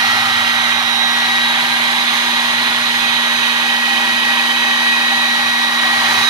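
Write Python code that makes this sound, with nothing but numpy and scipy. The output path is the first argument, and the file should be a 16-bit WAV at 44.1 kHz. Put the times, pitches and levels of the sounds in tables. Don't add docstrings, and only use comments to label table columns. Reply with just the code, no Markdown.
import sys
import numpy as np
from scipy import signal
from scipy.fft import rfft, irfft
from scipy.io import wavfile

SR = 44100
rng = np.random.default_rng(int(sys.argv[2]) if len(sys.argv) > 2 else 0)


def unload_audio(sound):
    columns = np.transpose(np.atleast_2d(sound))
    steps = np.round(np.clip(columns, -1, 1) * 32767)
    wavfile.write(sys.argv[1], SR, steps.astype(np.int16))


N = 277389
TIME = np.arange(N) / SR
BIN_HZ = np.maximum(np.arange(N // 2 + 1) * SR / N, 1)


def from_db(db):
    return 10 ** (np.asarray(db) / 20)


def in_time(rows):
    times_s, *columns = np.transpose(rows)
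    return np.array([np.interp(TIME, times_s, column) for column in columns])


def over_hz(rows):
    hz, *columns = np.transpose(rows)
    return np.array([np.interp(np.log(BIN_HZ), np.log(hz), column) for column in columns])


def swell(time_s, middle_s, half_length_s):
    return np.exp(-((time_s - middle_s) / half_length_s) ** 2)


def drift(rate_hz):
    hop, settle = 100, 1000
    pole = np.exp(-2 * np.pi * rate_hz * hop / SR)
    noise = rng.standard_normal(N // hop + settle + 2)
    slow = signal.lfilter([1], [1, -2 * pole, pole * pole], noise)[settle:]
    return np.interp(np.arange(N) / hop, np.arange(len(slow)), slow / slow.std())


def tone(phase, level_db, lead_rad):
    return np.sqrt(2) * from_db(level_db) * np.sin([phase + lead_rad, phase])


def cutting_load():
    # time_s, load_db
    course = [(0.03, -29.5), (1.04, -32.5), (1.18, -31), (2.55, -30.5), (3.89, -31.5), (3.94, -30.5),
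              (5.7, -31.5), (6.18, -27), (6.27, -29)]
    # middle_s, half_length_s, extra_db
    bites = [(0.474, 0.01, 2), (1.606, 0.033, 1), (2.152, 0.023, 0.7)]
    slow_db = in_time(course)[0]
    bite_db = sum(extra_db * swell(TIME, middle_s, half_s) for middle_s, half_s, extra_db in bites)
    return slow_db - slow_db.mean() + bite_db


def grinding_spectrum():
    # frequency_hz, left_db_per_hz, right_db_per_hz
    rumble = [(25, -91, -91), (50, -86, -89), (75, -81, -85), (83.5, -84, -78), (102, -66.5, -71),
              (136, -78.5, -72.5), (163, -64, -68), (183, -72, -70.5), (217, -65.5, -66.5),
              (287, -68.5, -69), (406, -64.5, -66.5)]
    # frequency_hz, left_db_per_hz, right_db_per_hz
    rush = [(450.0, -66.5, -72), (538, -68.5, -69.5), (714, -60.5, -59), (762, -52.5, -48.5),
            (1000.0, -51, -54), (1250.0, -52.5, -50), (1493, -57.5, -57), (1724, -52.5, -48.5),
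            (2360, -53.5, -49.5), (2590, -63.1, -52), (2850.0, -67, -50), (3760, -61.5, -52),
            (4030, -54.5, -48), (4200.0, -58.5, -58), (4510.0, -59.5, -60.5), (4720, -64.5, -64),
            (5360, -63.5, -65.5)]
    # frequency_hz, left_db_per_hz, right_db_per_hz
    hiss = [(5560, -71, -69), (6540, -70, -64), (7070, -73, -76), (8900, -75.5, -73.5), (9740, -71, -69),
            (11540, -74.5, -71.5), (12600, -77, -80.5), (15600, -79.5, -89)]
    # frequency_hz, coherence (0-1)
    likeness = [(30, .75), (120, .98), (300, .93), (480, .66), (750, .68), (1150, .74), (1450, .42),
                (1900, .55), (2300, .22), (3000, .1), (4000, .17), (5000, .06), (16000, .02)]
    # frequency_hz, left_lead_rad
    lead = [(350, -.05), (480, -.75), (950, -.7), (1300, -1.8), (1700, -1.7), (2150, -2.7), (2500, -1.2),
            (3100, .2), (4000, 1.5), (4700, -1.2), (7000, -.6)]
    right, unshared = rfft(rng.standard_normal((2, N))) * np.sqrt(SR / 2)
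    coherence = over_hz(likeness)[0]
    shared = right * np.exp(1j * over_hz(lead)[0])
    left = np.sqrt(coherence) * shared + np.sqrt(1 - coherence) * unshared
    return np.array([left, right]) * from_db(over_hz([*rumble, *rush, *hiss]))


def cutting(load_db, flicker_db):
    # gain_db, db_per_load_db
    response = [(0, 0.8), (0, 0.65), (0, 0.53), (.3, 0.95)]
    edges_hz = [0, 550, 1800, 4500, SR / 2]
    spectrum = grinding_spectrum()
    out = np.zeros((2, N))
    for low_hz, high_hz, (gain_db, db_per_load_db) in zip(edges_hz, edges_hz[1:], response):
        band = irfft(spectrum * ((BIN_HZ >= low_hz) & (BIN_HZ < high_hz)), N)
        out += band * from_db(gain_db + db_per_load_db * load_db + flicker_db * drift(23))
    return out


def ringing(noise, frame_size=4096):
    # centre_hz, width_hz, left_db, right_db, pass_middle_s, half_length_s, left_swell_db, right_swell_db
    resonances = [(476, 123, -1, -1.8, 3.8, 3.0, 8, 4), (604, 93, 6, 6, -0.4, 0.5, -7, -5),
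                  (738, 84, -2.5, -2, 3.5, 3.3, -17, -10), (808, 48, 3.5, 2.5, 2.5, 0.6, -1, -0.5),
                  (839, 31, -6, -2.9, 4.0, 4, -1, -14), (956, 62, 1.7, 2.5, -2, 2.0, -1, -10),
                  (1010, 63, -1.9, -2, 0.5, 0.74, -8, 3), (1147, 92, 2.5, 0.4, 6, 1.3, 5, 1.5),
                  (1223, 64, 0.2, -1, 4.6, 0.82, -7, -5), (1324, 180, -1.2, -0.8, 0.24, 0.83, 7.6, 6.5),
                  (1338, 41, 5.5, 2.1, 1.8, 1.2, -2, -1), (1368, 47, -2, -3, 3, 3.0, 3, -19),
                  (1435, 45, 5.5, 6, 3, 0.7, 2.6, 4), (1556, 65, 0.5, 6, 3.5, 2.4, -20, -1),
                  (1605, 52, 3, 2.5, 1.5, 0.69, 11, 1), (1660, 77, 2.5, -1.8, 3.5, 0.61, 2, 4),
                  (1750, 105, -4, -0.8, 0.0, 1.4, 4.5, -1.5), (1841, 78, 4, 0.5, 1.9, 2, -15, -1),
                  (1960, 80, -6, -5, 5, 0.7, 7, -2), (2090, 120, 0, 0.8, 4.5, 1.5, -2, -8.1),
                  (2133, 39, 3, 2.1, 5.5, 1.8, -13, 4.9), (2177, 22, 3, -4.4, -8, 0.5, 13, 2.8),
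                  (2354, 34, 0.9, 0, 1, 1.1, -7.4, 10), (2340, 128, -4.5, -0.3, 1, 3.3, -6, -0.4),
                  (2507, 65, 7, 7.5, 4.5, 2, -4.1, 5.5), (2593, 75, -5, -1.5, 4.5, 1.1, -5.6, 10),
                  (2695, 190, 0, -4, -3.5, 1.1, -18, -5), (2760, 58, 0.8, 2, 1.5, 1.9, 0.3, -2),
                  (2780, 64, 5, 1.5, 5.5, 1.4, -5.0, -9), (3060, 104, -3, 5, 4.0, 1.1, 1.7, 7.1),
                  (3138, 63, 1.5, -2.4, 5, 2.1, -2, -5.0), (3211, 68, 7, 5.5, 0, 1.3, 6, 2),
                  (3310, 101, 2, -1.5, 1.5, 3.0, -3.5, 8), (3477, 150, 0.5, 4, 2.5, 1.1, -5, 3.5),
                  (3560, 117, 0.9, -1.5, 0.5, 0.61, -5.6, 2), (3643, 65, -2.3, 1.5, 5.4, 1.8, -0.8, -9),
                  (3766, 66, -3, -3, 2, 0.8, 2, -9), (3873, 65, -2, -0.1, 1.5, 1.3, -1, 7),
                  (4006, 100, 5, 4.5, 4, 0.52, -4, -5), (4130, 144, 0, -6, -1, 1.2, -11, 3.4),
                  (4108, 57, -2, -4, 4, 0.6, -2, -1), (4330, 123, -0.4, -0.6, 0.9, 0.35, -9, -2.4),
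                  (4307, 77, 6, 6, 5, 0.8, -9, 0), (4557, 76, 2, 0.4, 5.5, 3.0, 7, 4.4),
                  (4703, 126, -1, -5, 2.4, 1.0, -5, -6), (4900, 73, 2.1, 4.5, 4.5, 2.0, -4.5, 2.4),
                  (5109, 130, 3.5, 5, 5, 0.5, 1.2, 3.1), (5274, 169, -4, -1, 5, 1.0, -6, -5.4)]
    hz, frame_s, frames = signal.stft(noise, SR, nperseg=frame_size)
    gain_db = 0
    for centre_hz, width_hz, left_db, right_db, middle_s, half_s, *swell_db in resonances:
        nearness = swell(frame_s, middle_s, half_s)
        bell = .5 ** ((2 * (hz - centre_hz) / width_hz) ** 2)
        peak_db = np.array([[left_db], [right_db]]) + np.outer(swell_db, nearness - nearness.mean())
        gain_db = gain_db + bell[:, None] * peak_db[:, None]
    return signal.istft(frames * from_db(gain_db), SR, nperseg=frame_size)[1][:, :N]


def spindle_angle():
    # time_s, pitch_hz
    whine_pitch = [(0.0, 1912), (0.23, 1915), (6.25, 1915), (6.29, 1910)]
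    turns_per_s = in_time(whine_pitch)[0] / 8
    return 2 * np.pi * np.cumsum(turns_per_s) / SR


def spindle_hum(angle, hum_trim_db, away_db, passing_s):
    # time_s, level_db (before trim)
    hum = [(0.05, -34), (1.41, -32.5), (5.21, -31.5), (6.25, -33)]
    # cycles_per_turn, nearest_level_db, nearest_s
    orders = [(2, -49.5, 4.3), (4, -35.5, 1.5), (6, -66, 3.5), (32, -61, 1.6), (40, -49, 2)]
    out = tone(angle, in_time(hum)[0] + hum_trim_db, lead_rad=-0.077)
    for order, level_db, nearest_s in orders:
        fade_db = away_db * (1 - swell(TIME, nearest_s, passing_s))
        phase = order * angle + 0.17 * drift(1.6)
        out += tone(phase, level_db + fade_db + 0.92 * drift(1.6), lead_rad=-1.24)
    return out


def fan_whine(angle, whine_trim_db, shake_rad, flutter_db):
    # time_s, left_db, right_db (both before trim), left_lead_rad
    whine = [(0.0, -20.2, -17.3, -2.1), (0.78, -23.1, -18.5, -2.5), (0.99, -26.6, -21.7, -2.4),
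             (1.06, -25.1, -22.0, -1.7), (1.34, -17.6, -22.7, -2.1), (1.7, -20.8, -21.3, -2.9),
             (2.4, -22.5, -22.2, -2.2), (3.6, -22.4, -21.1, -2.5), (3.82, -19.7, -19.8, -2.1),
             (4.95, -17.3, -21.9, -2.2), (6.01, -18.8, -23.4, -1.5), (6.29, -22.3, -28.5, -0.3)]
    # time_s, left_db, right_db, left_lead_rad
    octave = [(0, -31.2, -35.2, -0.7), (0.48, -31.8, -27.9, 1.1), (0.66, -36.7, -21.5, 1.2),
              (0.85, -44.4, -19.0, 3.4), (1.0, -26.5, -15.7, 3.4), (1.12, -27.1, -17.9, 3.5),
              (1.21, -23.1, -26.2, 3.8), (1.32, -26.0, -23.1, 6.3), (1.52, -28.0, -21.2, 7.2),
              (1.72, -47.1, -30.1, 6.7), (2.05, -30.8, -23.0, 8.5), (2.6, -31.2, -27.4, 8.4),
              (2.95, -29.0, -24.6, 9.0), (3.2, -29.6, -20.7, 8.5), (3.5, -37.8, -21.8, 8.6),
              (3.75, -46.9, -26.9, 10.9), (4.3, -40.9, -24.2, 11.7), (4.6, -38.7, -22.2, 11.6),
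              (5.4, -31.2, -18.9, 9.8), (5.85, -40.9, -21.5, 8.2), (6.04, -37.6, -36.2, 11.2),
              (6.2, -34.4, -20.9, 13.2), (6.29, -32.9, -14.9, 13.3)]
    blade_phase = 8 * angle + shake_rad * drift(14)
    out = np.zeros((2, N))
    for harmonic, curve, trim_db in ((1, whine, whine_trim_db), (2, octave, 0)):
        left_db, right_db, lead_rad = in_time(curve)
        level_db = np.array([left_db, right_db]) + trim_db + flutter_db * drift(8.9)
        out += tone(harmonic * blade_phase, level_db, lead_rad)
    return out


def inverter(angle, carrier_hz, waver_db):
    # (middle_s, half_length_s, left_swell_db, right_swell_db)
    sidebands = [(1, -5, -1.2, -43.5, -42.5, [(.65, .35, -10, -8), (1.9, .1, -6, -8), (2.35, .35, 2, 3),
                 (3.3, .15, -4, -12), (5.95, .25, 4, 2)]), (1, -4, -1.2, -48, -50, [(0, .4, 1, 11),
                 (4.35, .35, 4, 8), (5.4, .5, 5, -3)]), (1, -2, -1.2, -48, -52, [(.2, .55, 8, 15),
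                 (1.25, .15, 3, 8), (2.55, .6, 9, 9), (3.35, .15, -6, 7), (5.5, .7, 6, -7),
                 (6.25, .3, 1, 20)]), (1, -1, -.1, -53, -53, [(.1, .7, 8, 17), (1.1, .45, 14, 11),
                 (2.8, .3, 0, 8), (4, .25, 7, 6), (5.45, .3, 11, 13), (6.05, .33, 10, 16)]),
                 (1, -.5, -2.7, -62, -57, [(.8, .15, 4, 8), (6.2, .4, 4, 11)]),
                 (1, 0, -1.3, -57, -52, [(.9, .35, 0, 8), (2.4, .9, 9, -1), (5.4, .5, 6, 5),
                 (6.2, .2, -8, 8)]), (1, 1, -1.4, -44.5, -46, [(.6, .2, 2, 11), (1.35, .15, -7, 8),
                 (3.35, .22, 2, 10), (4.55, .95, 1, 8.5), (5.85, .15, -12, -3), (6.27, .15, -3, 12)]),
                 (1, 2, .1, -57, -46, [(.5, .4, 0, -6), (2.45, .85, -2, 9.5), (3.1, .15, 9, 3),
                 (6.15, .25, 5, 12)]), (1, 3, 1.8, -58, -49.5, []), (1, 4, 1, -63, -59, []),
                 (1, 5, 1.6, -58, -55, []), (1, 9, 1.4, -63, -61, []), (2, -3, -.3, -59, -60, []),
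                 (2, -2, 1, -61, -61, []), (2, 0, -1.6, -61, -59, []), (2, 2, 1, -64, -65, []),
                 (2, 3, -.3, -62, -64, []), (2, 4, 0, -67, -68, []), (2, 6, .5, -67, -69, [])]
    out = np.zeros((2, N))
    for multiple, order, lead_rad, left_db, right_db, crossings in sidebands:
        phase = 2 * np.pi * multiple * carrier_hz * TIME + order * angle
        level_db = waver_db * np.array([drift(1.3), drift(2.7)]) + [[left_db], [right_db]]
        for middle_s, half_s, *swell_db in crossings:
            level_db += np.outer(swell_db, swell(TIME, middle_s, half_s))
        out += tone(phase + 0.11 * drift(12), level_db, lead_rad + 0.29 * drift(0.6))
    return out


def axis_motors(load_db, db_per_load_db, ramp_s, waver_db):
    # start_s, end_s, pitch_hz, level_db (at mean load, before panning)
    moves = [(0, .465, 117.7, -45), (.08, 1.377, 99, -48.5), (1.207, 3.576, 350, -49.5),
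             (1.253, 2.05, 148.8, -49.5), (2.05, 2.22, 130, -52), (2.4, 3.22, 117, -48.5),
             (2.582, 2.74, 260, -41), (3.317, 3.48, 114.5, -48), (3.56, 6.2, 329.4, -45.5),
             (3.85, 4.4, 220, -46), (4.084, 4.35, 109, -48), (5.324, 5.58, 110, -50.5),
             (5.875, 6.275, 109.2, -46.5), (6.11, 6.3, 387, -43.5)]
    out = np.zeros(N)
    for start_s, end_s, pitch_hz, level_db in moves:
        moving = (TIME > start_s) & (TIME < end_s)
        t = TIME[moving]
        ramp = np.clip(np.minimum(t - start_s, end_s - t) / ramp_s, 0, 1)
        drone_db = level_db + db_per_load_db * load_db[moving] + waver_db * drift(11)[moving]
        phase = 2 * np.pi * pitch_hz * t + 0.52 * drift(4.1)[moving]
        out[moving] += np.sqrt(2) * ramp * from_db(drone_db) * np.sin(phase)
    return out * from_db([[.6], [-.6]])


def bit_squeals(left_trim_db, flutter_db, wander_rad):
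    # middle_s, half_length_s, pitch_hz, right_db
    squeals = [(.1, .13, 4328, -30), (.72, .09, 2076, -28), (1.85, .45, 3993, -30.5),
               (3.06, .055, 2510, -25), (3.85, .7, 2488, -30.5), (3.9, .06, 804, -25),
               (4.7, .05, 3075, -27), (4.937, .035, 2490, -23), (5.2, .25, 3993, -30),
               (5.5, .35, 2493, -30.5), (6.05, .2, 3985, -31)]
    out = np.zeros((2, N))
    for middle_s, half_s, pitch_hz, level_db in squeals:
        phase = 2 * np.pi * pitch_hz * TIME + wander_rad * drift(8.2)
        chatter = tone(phase, level_db + flutter_db * drift(33), lead_rad=-0.45)
        out += swell(TIME, middle_s, half_s) * chatter
    return out * from_db([[left_trim_db], [0]])


def scene():
    load_db = cutting_load()
    angle = spindle_angle()
    return (ringing(cutting(load_db, flicker_db=0.5))
            + spindle_hum(angle, hum_trim_db=-1.0, away_db=-8.0, passing_s=1.6)
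            + fan_whine(angle, whine_trim_db=-0.14, shake_rad=0.088, flutter_db=1.2)
            + inverter(angle, carrier_hz=5859.4, waver_db=1.8)
            + axis_motors(load_db, db_per_load_db=0.6, ramp_s=0.052, waver_db=0.7)
            + bit_squeals(left_trim_db=-8.0, flutter_db=0.5, wander_rad=0.63))


def record(dry):
    ceiling, cutoff_hz = .93, 15760
    rounded = dry / (1 + (dry / ceiling) ** 12) ** (1 / 12)
    return irfft(rfft(rounded) / np.sqrt(1 + (BIN_HZ / cutoff_hz) ** 1200), N)


dry = scene()
out = record(dry)
unload_audio(out)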